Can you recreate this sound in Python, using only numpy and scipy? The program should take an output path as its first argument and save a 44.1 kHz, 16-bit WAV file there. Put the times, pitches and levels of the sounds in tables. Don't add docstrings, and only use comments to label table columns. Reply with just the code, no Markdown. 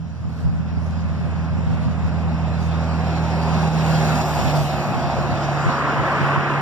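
import sys
import numpy as np
from scipy import signal
from scipy.fft import rfft, irfft, next_fast_len
from scipy.io import wavfile
from scipy.ndimage import uniform_filter1d, map_coordinates

SR = 44100
rng = np.random.default_rng(int(sys.argv[2]) if len(sys.argv) > 2 else 0)


def store_wav(level_fs):
    pcm = np.round(np.clip(np.atleast_2d(level_fs), -1, 1) * 32767)
    wavfile.write(sys.argv[1], SR, pcm.T.astype(np.int16))


N = 291501

SPEED_M_PER_S, SOUND_M_PER_S = 23.2, 343
LORRY_PASS_S, LORRY_M, CRANK_HZ = 4.32, 12.5, 38.05
WHEELS_M, HOWL_M = 8.9, 3.1
RUMBLE_DB, TURBO_DB, SIZZLE_DB = -28.5, -48, -41
SIZZLE_PASS_S = 4.17
SWELL_DB, SWELL_S = 10, 0.47
TREBLE_FROM_HZ, TREBLE_FULL_HZ = 1200, 2500
TOP_HZ = 15250

# time in seconds, firing tone in dB, its octave in dB.
DRONE_LEVELS = [(0, -38, -28.5), (.1, -36, -36.5), (.2, -33.5, -47), (.27, -32.5, -33.5),
                (.5, -33.5, -31.5), (.8, -26.5, -31), (1.23, -28.5, -30), (1.3, -28, -36), (1.45, -28, -28),
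                (2.05, -27.5, -27.5), (2.3, -25.5, -26.5), (2.93, -25, -25), (3.4, -27, -24.5),
                (3.66, -28, -19.5), (3.76, -30.5, -20), (3.95, -30, -19), (4.25, -31, -24),
                (4.42, -31.5, -28), (4.55, -35, -20), (4.75, -36, -27), (4.9, -41, -30.5), (5.15, -35, -30),
                (5.55, -40, -24.5), (5.85, -43, -31.5), (6.1, -43, -29), (6.35, -52, -24.5),
                (6.5, -49, -28), (6.61, -50, -25.5)]
# multiple of the crank rate, dB against the mean of those two tones.
OVERTONES = [(3, -8), (5, -15), (6, -17), (7, -22.5), (10, -33.5), (13, -32)]
# time alongside in seconds, roar in dB, tread hum in dB, hiss in dB.
WHEEL_PASSES = [(3.38, -32, -33.5, -43), (4.05, -26.5, -31.5, -38), (4.48, -27.5, -29, -37),
                (5.35, -30.5, -32, -47), (6.35, -27, -38, -48.5)]
# time in seconds, level in dB.
BREEZE_LEVELS = [(0, -35), (.25, -30.5), (1.4, -25.5), (1.9, -25), (2.6, -30.5), (3.9, -37), (4.45, -31),
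                 (4.75, -36), (5.1, -33.5), (6.61, -36)]
# centre in seconds, peak in dB, half length in seconds.
WIND_PUFFS = [(.255, -22, .03), (.468, -18.5, 0.03), (.53, -27, 0.028), (.8, -26, 0.075),
              (1.33, -31, 0.036), (1.58, -19, 0.053), (1.71, -18, .05), (1.89, -26, .025),
              (2.07, -27, 0.046), (4.33, -24, .03), (4.405, -18, .022), (4.47, -23, 0.033),
              (4.57, -21, .02), (4.617, -19, 0.02), (4.89, -25, 0.028), (4.965, -24, 0.041),
              (5.065, -19, .017), (5.183, -22, 0.03), (5.335, -22, 0.04), (5.673, -16.5, .03),
              (6.0, -20.5, 0.038), (6.228, -18.5, .022), (6.385, -16, 0.022)]
CLOTH_STROKES = [(.31, -63, .03), (.4, -56, .06), (.87, -56, .075), (1.08, -64, .07), (1.25, -62, .076),
                 (1.83, -58, .05), (2.06, -60, .04), (2.64, -51, .05), (6.25, -51, .12)]
# time alongside in seconds, rush in dB, treble shelf in dB, hiss in dB, distance in metres.
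CAR_PASSES = [(1.2, -44, 1, -59.5, 22), (5.82, -22, -5.5, -44.5, 8.8), (6.3, -23, -2.5, -62, 8.7)]
# centre in seconds, peak in dB, half length in seconds, treble shelf in dB.
HISS_BURSTS = [(1.73, -47, .04, -16), (4.37, -44, .025, -2), (4.565, -34.5, .022, -13),
               (4.635, -40, .05, -1), (6.119, -46, .009, -7)]
# start in seconds, depth in dB, recovery in seconds.
TRAFFIC_DIPS = [(3.683, 5.5, 0.054), (4.219, 6, 0.043), (4.62, 7, 0.021), (6.366, 2.5, 0.034)]
# time alongside in seconds, level in dB.
HOWL_PASSES = [(5.26, -29.5), (5.53, -30.5)]
# centre in seconds, pitch in Hz, peak in dB, half length in seconds.
BLIPS = [(5.491, 730, -18, 0.0046), (6.362, 1000, -8.5, 0.0023)]

# frequency in Hz, relative spectral density in dB.
RUMBLE_COLOUR = [(20, -39), (45, -39), (65, -12), (110, -1), (200, 0), (250, -1), (310, -23.5), (450, -16),
                 (900, -38), (2000, -85)]
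ROAR_COLOUR = [(100, -41), (290, -2), (370, -5), (430, -10.5), (520, -1.5), (650, 1), (780, 0),
               (1000, -3.5), (1400, -7), (2000, -14), (2700, -12.5), (4000, -74), (9000, -56)]
HUM_COLOUR = [(250, -60), (365, -14.5), (400, -1), (440, -21), (620, -13), (750, -3), (815, -3),
              (880, -6.5), (1050, -13), (3000, -74)]
TYRE_HISS_COLOUR = [(800, -42), (1800, -4), (2600, 3), (3400, 2), (4400, 3), (5200, 1.5), (6400, -6),
                    (7700, -9), (8800, -21), (10500, -18.5), (12500, -27), (15000, -28)]
TURBO_COLOUR = [(6000, -55), (11000, -24), (12900, -14), (13500, -1), (14200, 0), (14650, -5), (15100, -20),
                (20000, -60)]
AIR_COLOUR = [(300, -11), (1300, 19), (2100, -4), (2700, -6), (4000, -4.5), (5200, 2.5), (8000, -21),
              (9500, -9), (12000, -22), (15000, -28)]
WIND_COLOUR = [(20, -33), (38, -21), (56, -6.5), (100, 5), (140, 3.5), (210, -1.5), (300, -21), (450, -25),
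               (1000, -36.5), (3000, -99)]
CLOTH_COLOUR = [(1200, -16), (2700, -4), (5000, 3), (7500, -4), (10000, -9), (13500, -13), (15000, -20)]
CAR_RUSH_COLOUR = [(100, -24), (300, -6.5), (480, -8.5), (750, -10.5), (1030, -1), (1350, -2), (1750, -6.5),
                   (2200, -11.5), (2800, -13.5), (3700, -24), (6000, -34), (12000, -52)]
CAR_HISS_COLOUR = [(1500, -20), (3000, 4.5), (5200, 6.5), (7500, -2.5), (9500, -21), (13000, -17),
                   (15000, -24)]
BURST_COLOUR = [(1500, -20), (4500, 0), (7000, -3), (10000, -8), (13000, -7), (15000, -8)]
SIZZLE_COLOUR = [(1500, -26), (4500, 1.5), (7000, 2), (10000, -8), (12000, -13), (15000, -26)]
HOWL_COLOUR = [(450, -50), (610, -12), (690, -3.5), (750, -2), (830, -13), (1100, -57)]

# frequency in Hz, correlation (1 is mono).
LIKENESS = [(100, .97), (300, .92), (520, .98), (1050, .99), (1500, .88), (1900, .7), (4300, .7),
            (9000, .75), (14000, .8)]
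# frequency in Hz, lag of the left port in radians.
PORT_LAG = [(0, 0), (80, -.84), (160, -.67), (260, -.65), (380, -.43), (500, 0), (1000, 0), (1250, .15),
            (1500, .42), (1750, 1.15), (2150, 2.9), (15000, 42)]
# frequency in Hz, left minus right in dB.
PORT_BALANCE = [(80, -6.5), (160, -3.3), (240, -2.4), (380, 1.6), (520, 1.5), (720, -1.1), (1250, 0.4),
                (1700, 2), (2150, -3.5), (2700, 1.5), (4000, 1), (9000, 0.5)]


def amp(db):
    return 10 ** (np.asarray(db) / 20)


def unit(x):
    return x / np.sqrt(np.mean(x ** 2) + 1e-20)


def along(points, hz):
    freqs, values = np.transpose(points)
    return np.interp(np.log(hz + 1), np.log(freqs + 1), values)


def curves(rows):
    times, *columns = np.transpose(rows)
    return [np.interp(np.arange(N) / SR, times, column) for column in columns]


def wobble(rate):
    return map_coordinates(rng.standard_normal(int(N * rate / SR) + 4), [np.arange(N) * rate / SR])


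def bumps(rows):
    t = np.arange(N) / SR
    return sum(amp(db) * np.exp(-((t - centre_s) / half_s) ** 2) for centre_s, db, half_s in rows)


def filtered(x, response):
    size = next_fast_len(N + SR // 2)
    return irfft(rfft(x, size) * response(np.fft.rfftfreq(size, 1 / SR)), size)[..., :N]


def noise(colour, likeness, patchy_db):
    white = signal.stft(rng.standard_normal((2, N)), nperseg=512)[2]
    patches = uniform_filter1d(rng.standard_normal(white.shape[1:]), size=5, axis=0)
    patches = uniform_filter1d(patches, size=14, axis=1)
    pair = signal.istft(white * amp(patchy_db * unit(patches)), nperseg=512)[1][:, :N]
    width = lambda hz: np.arccos(np.clip(along(likeness, hz), -1, 1)) / 2
    mid, side = filtered(pair, lambda hz: amp(along(colour, hz)) * [np.cos(width(hz)), np.sin(width(hz))])
    return unit(np.array([mid + side, mid - side]))


def bearing(pass_s, distance_m):
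    ahead_m = SPEED_M_PER_S * (pass_s - np.arange(N) / SR)
    range_m = np.hypot(ahead_m, distance_m)
    return range_m / abs(distance_m), ahead_m / range_m


def passing(pass_s, distance_m, fall_db, ahead_db):
    far, coming = bearing(pass_s, distance_m)
    return amp(ahead_db * coming - fall_db * np.log2(far))


def convoy(times, levels_db, distance_m, fall_db, ahead_db):
    gains = [amp(db) * passing(s, distance_m, fall_db, ahead_db) for s, db in zip(times, levels_db)]
    return np.sqrt(sum(gain ** 2 for gain in gains))


def doppler(x, pitch):
    position = np.cumsum(pitch / pitch.max())
    return np.array([map_coordinates(signal.resample_poly(side, 2, 1), [2 * position]) for side in x])


def exhaust_drone(crank_phase):
    firing_db, octave_db = curves(DRONE_LEVELS)
    drone = amp(firing_db + 0.44 * wobble(3.27)) * np.sin(2 * crank_phase)
    drone += amp(octave_db + 0.69 * wobble(18)) * np.sin(4 * crank_phase + rng.uniform(0, 2 * np.pi))
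    for multiple, db in OVERTONES:
        phase = multiple * crank_phase + rng.uniform(0, 2 * np.pi) + 0.6 * wobble(9)
        drone += amp((firing_db + octave_db) / 2 + db + 1.3 * wobble(4.5)) * np.sin(phase)
    return np.sqrt(2) * drone


def exhaust_rumble(crank_phase):
    gain = amp(RUMBLE_DB + 0.24 * wobble(4.7)) * passing(LORRY_PASS_S, LORRY_M, fall_db=2, ahead_db=0.9)
    throb = unit(1 + 0.22 * np.cos(2 * crank_phase))
    return gain * throb * noise(RUMBLE_COLOUR, LIKENESS, patchy_db=1)


def tyres(pitch):
    times, roar_db, hum_db, hiss_db = np.transpose(WHEEL_PASSES)
    roar = convoy(times, roar_db, WHEELS_M, fall_db=5.5, ahead_db=0.77) * amp(0.57 * wobble(6.5))
    hum = convoy(times, hum_db, WHEELS_M, fall_db=7.5, ahead_db=-3.5)
    hiss = convoy(times, hiss_db, WHEELS_M, fall_db=6.5, ahead_db=0.5) * amp(0.83 * wobble(35))
    return (roar * noise(ROAR_COLOUR, LIKENESS, patchy_db=1)
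            + hum * doppler(noise(HUM_COLOUR, LIKENESS, patchy_db=2), pitch)
            + hiss * noise(TYRE_HISS_COLOUR, LIKENESS, patchy_db=2))


def lorry():
    _, coming = bearing(LORRY_PASS_S, LORRY_M)
    pitch = 1 / (1 - coming * SPEED_M_PER_S / SOUND_M_PER_S)
    crank_phase = 2 * np.pi * np.cumsum(CRANK_HZ * pitch) / SR
    swell = amp(-SWELL_DB * np.exp(-np.arange(N) / SR / SWELL_S))
    engine_noise = exhaust_rumble(crank_phase) + turbo(pitch)
    return exhaust_drone(crank_phase) + swell * (engine_noise + tyres(pitch))


def open_air():
    return amp(-53.5 + 0.48 * wobble(13)) * noise(AIR_COLOUR, likeness=[(100, 0.66)], patchy_db=4.5)


def wind():
    breeze = amp(curves(BREEZE_LEVELS)[0] + wobble(7))
    gain = np.hypot(breeze, bumps(WIND_PUFFS))
    return gain * noise(WIND_COLOUR, likeness=[(100, -0.73)], patchy_db=-2)


def rustles():
    grain = unit(amp(1.8 * wobble(400) + wobble(45)))
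    return bumps(CLOTH_STROKES) * grain * noise(CLOTH_COLOUR, likeness=[(100, 0.2)], patchy_db=3.5)


def car(pass_s, rush_db, treble_db, hiss_db, distance_m):
    rush_gain = amp(rush_db + 0.11 * wobble(25)) * passing(pass_s, distance_m, fall_db=10, ahead_db=-3.5)
    hiss_gain = amp(hiss_db + 1.9 * wobble(25)) * passing(pass_s, distance_m, fall_db=9, ahead_db=5.5)
    shelf = lambda hz: amp(along([(TREBLE_FROM_HZ, 0), (TREBLE_FULL_HZ, treble_db)], hz))
    rush = filtered(noise(CAR_RUSH_COLOUR, LIKENESS, patchy_db=1), shelf)
    return rush_gain * rush + hiss_gain * noise(CAR_HISS_COLOUR, LIKENESS, patchy_db=3.5)


def hiss_bursts():
    hiss = amp(1.2 * wobble(200)) * noise(BURST_COLOUR, likeness=[(100, 0.16)], patchy_db=5)
    top = filtered(hiss, lambda hz: along([(5500, 0.24), (9000, 1)], hz))
    body_gain = bumps([(s, db, half_s) for s, db, half_s, _ in HISS_BURSTS])
    top_gain = bumps([(s, db + treble_db, half_s) for s, db, half_s, treble_db in HISS_BURSTS])
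    return body_gain * (hiss - top) + top_gain * top


def dips():
    t = np.arange(N) / SR
    return amp(-sum(db * np.clip((t - s) / 0.012, 0, 1) * np.exp(-abs(t - s) / recovery_s)
                    for s, db, recovery_s in TRAFFIC_DIPS))


def sizzle():
    gain = amp(SIZZLE_DB + 1.2 * wobble(90)) * passing(SIZZLE_PASS_S, LORRY_M, fall_db=19, ahead_db=0)
    return gain * noise(SIZZLE_COLOUR, likeness=[(100, 1.0)], patchy_db=2)


def turbo(pitch):
    gain = amp(TURBO_DB + 0.6 * wobble(20)) * passing(LORRY_PASS_S, LORRY_M, fall_db=22, ahead_db=-3)
    return gain * doppler(noise(TURBO_COLOUR, LIKENESS, patchy_db=3), pitch)


def howl():
    gain = convoy(*np.transpose(HOWL_PASSES), HOWL_M, fall_db=14.5, ahead_db=-4.5)
    return gain * noise(HOWL_COLOUR, LIKENESS, patchy_db=3.5)


def blips():
    t = np.arange(N) / SR
    return sum(bumps([(s, db, half_s)]) * np.cos(2 * np.pi * hz * (t - s)) for s, hz, db, half_s in BLIPS)


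def ports(x):
    lag = lambda hz: np.interp(hz, *np.transpose(PORT_LAG))
    left = lambda hz: amp(along(PORT_BALANCE, hz) / 2) * np.exp(-0.5j * lag(hz))
    return filtered(x, lambda hz: np.array([left(hz), 1 / left(hz)]))


def scene():
    traffic = lorry() + sizzle() + howl() + sum(car(*row) for row in CAR_PASSES) + blips() + open_air()
    return ports(traffic) * dips() + wind() + hiss_bursts() + rustles()


def record(dry):
    return filtered(dry, lambda hz: hz < TOP_HZ)


dry = scene()
out = record(dry)
store_wav(out)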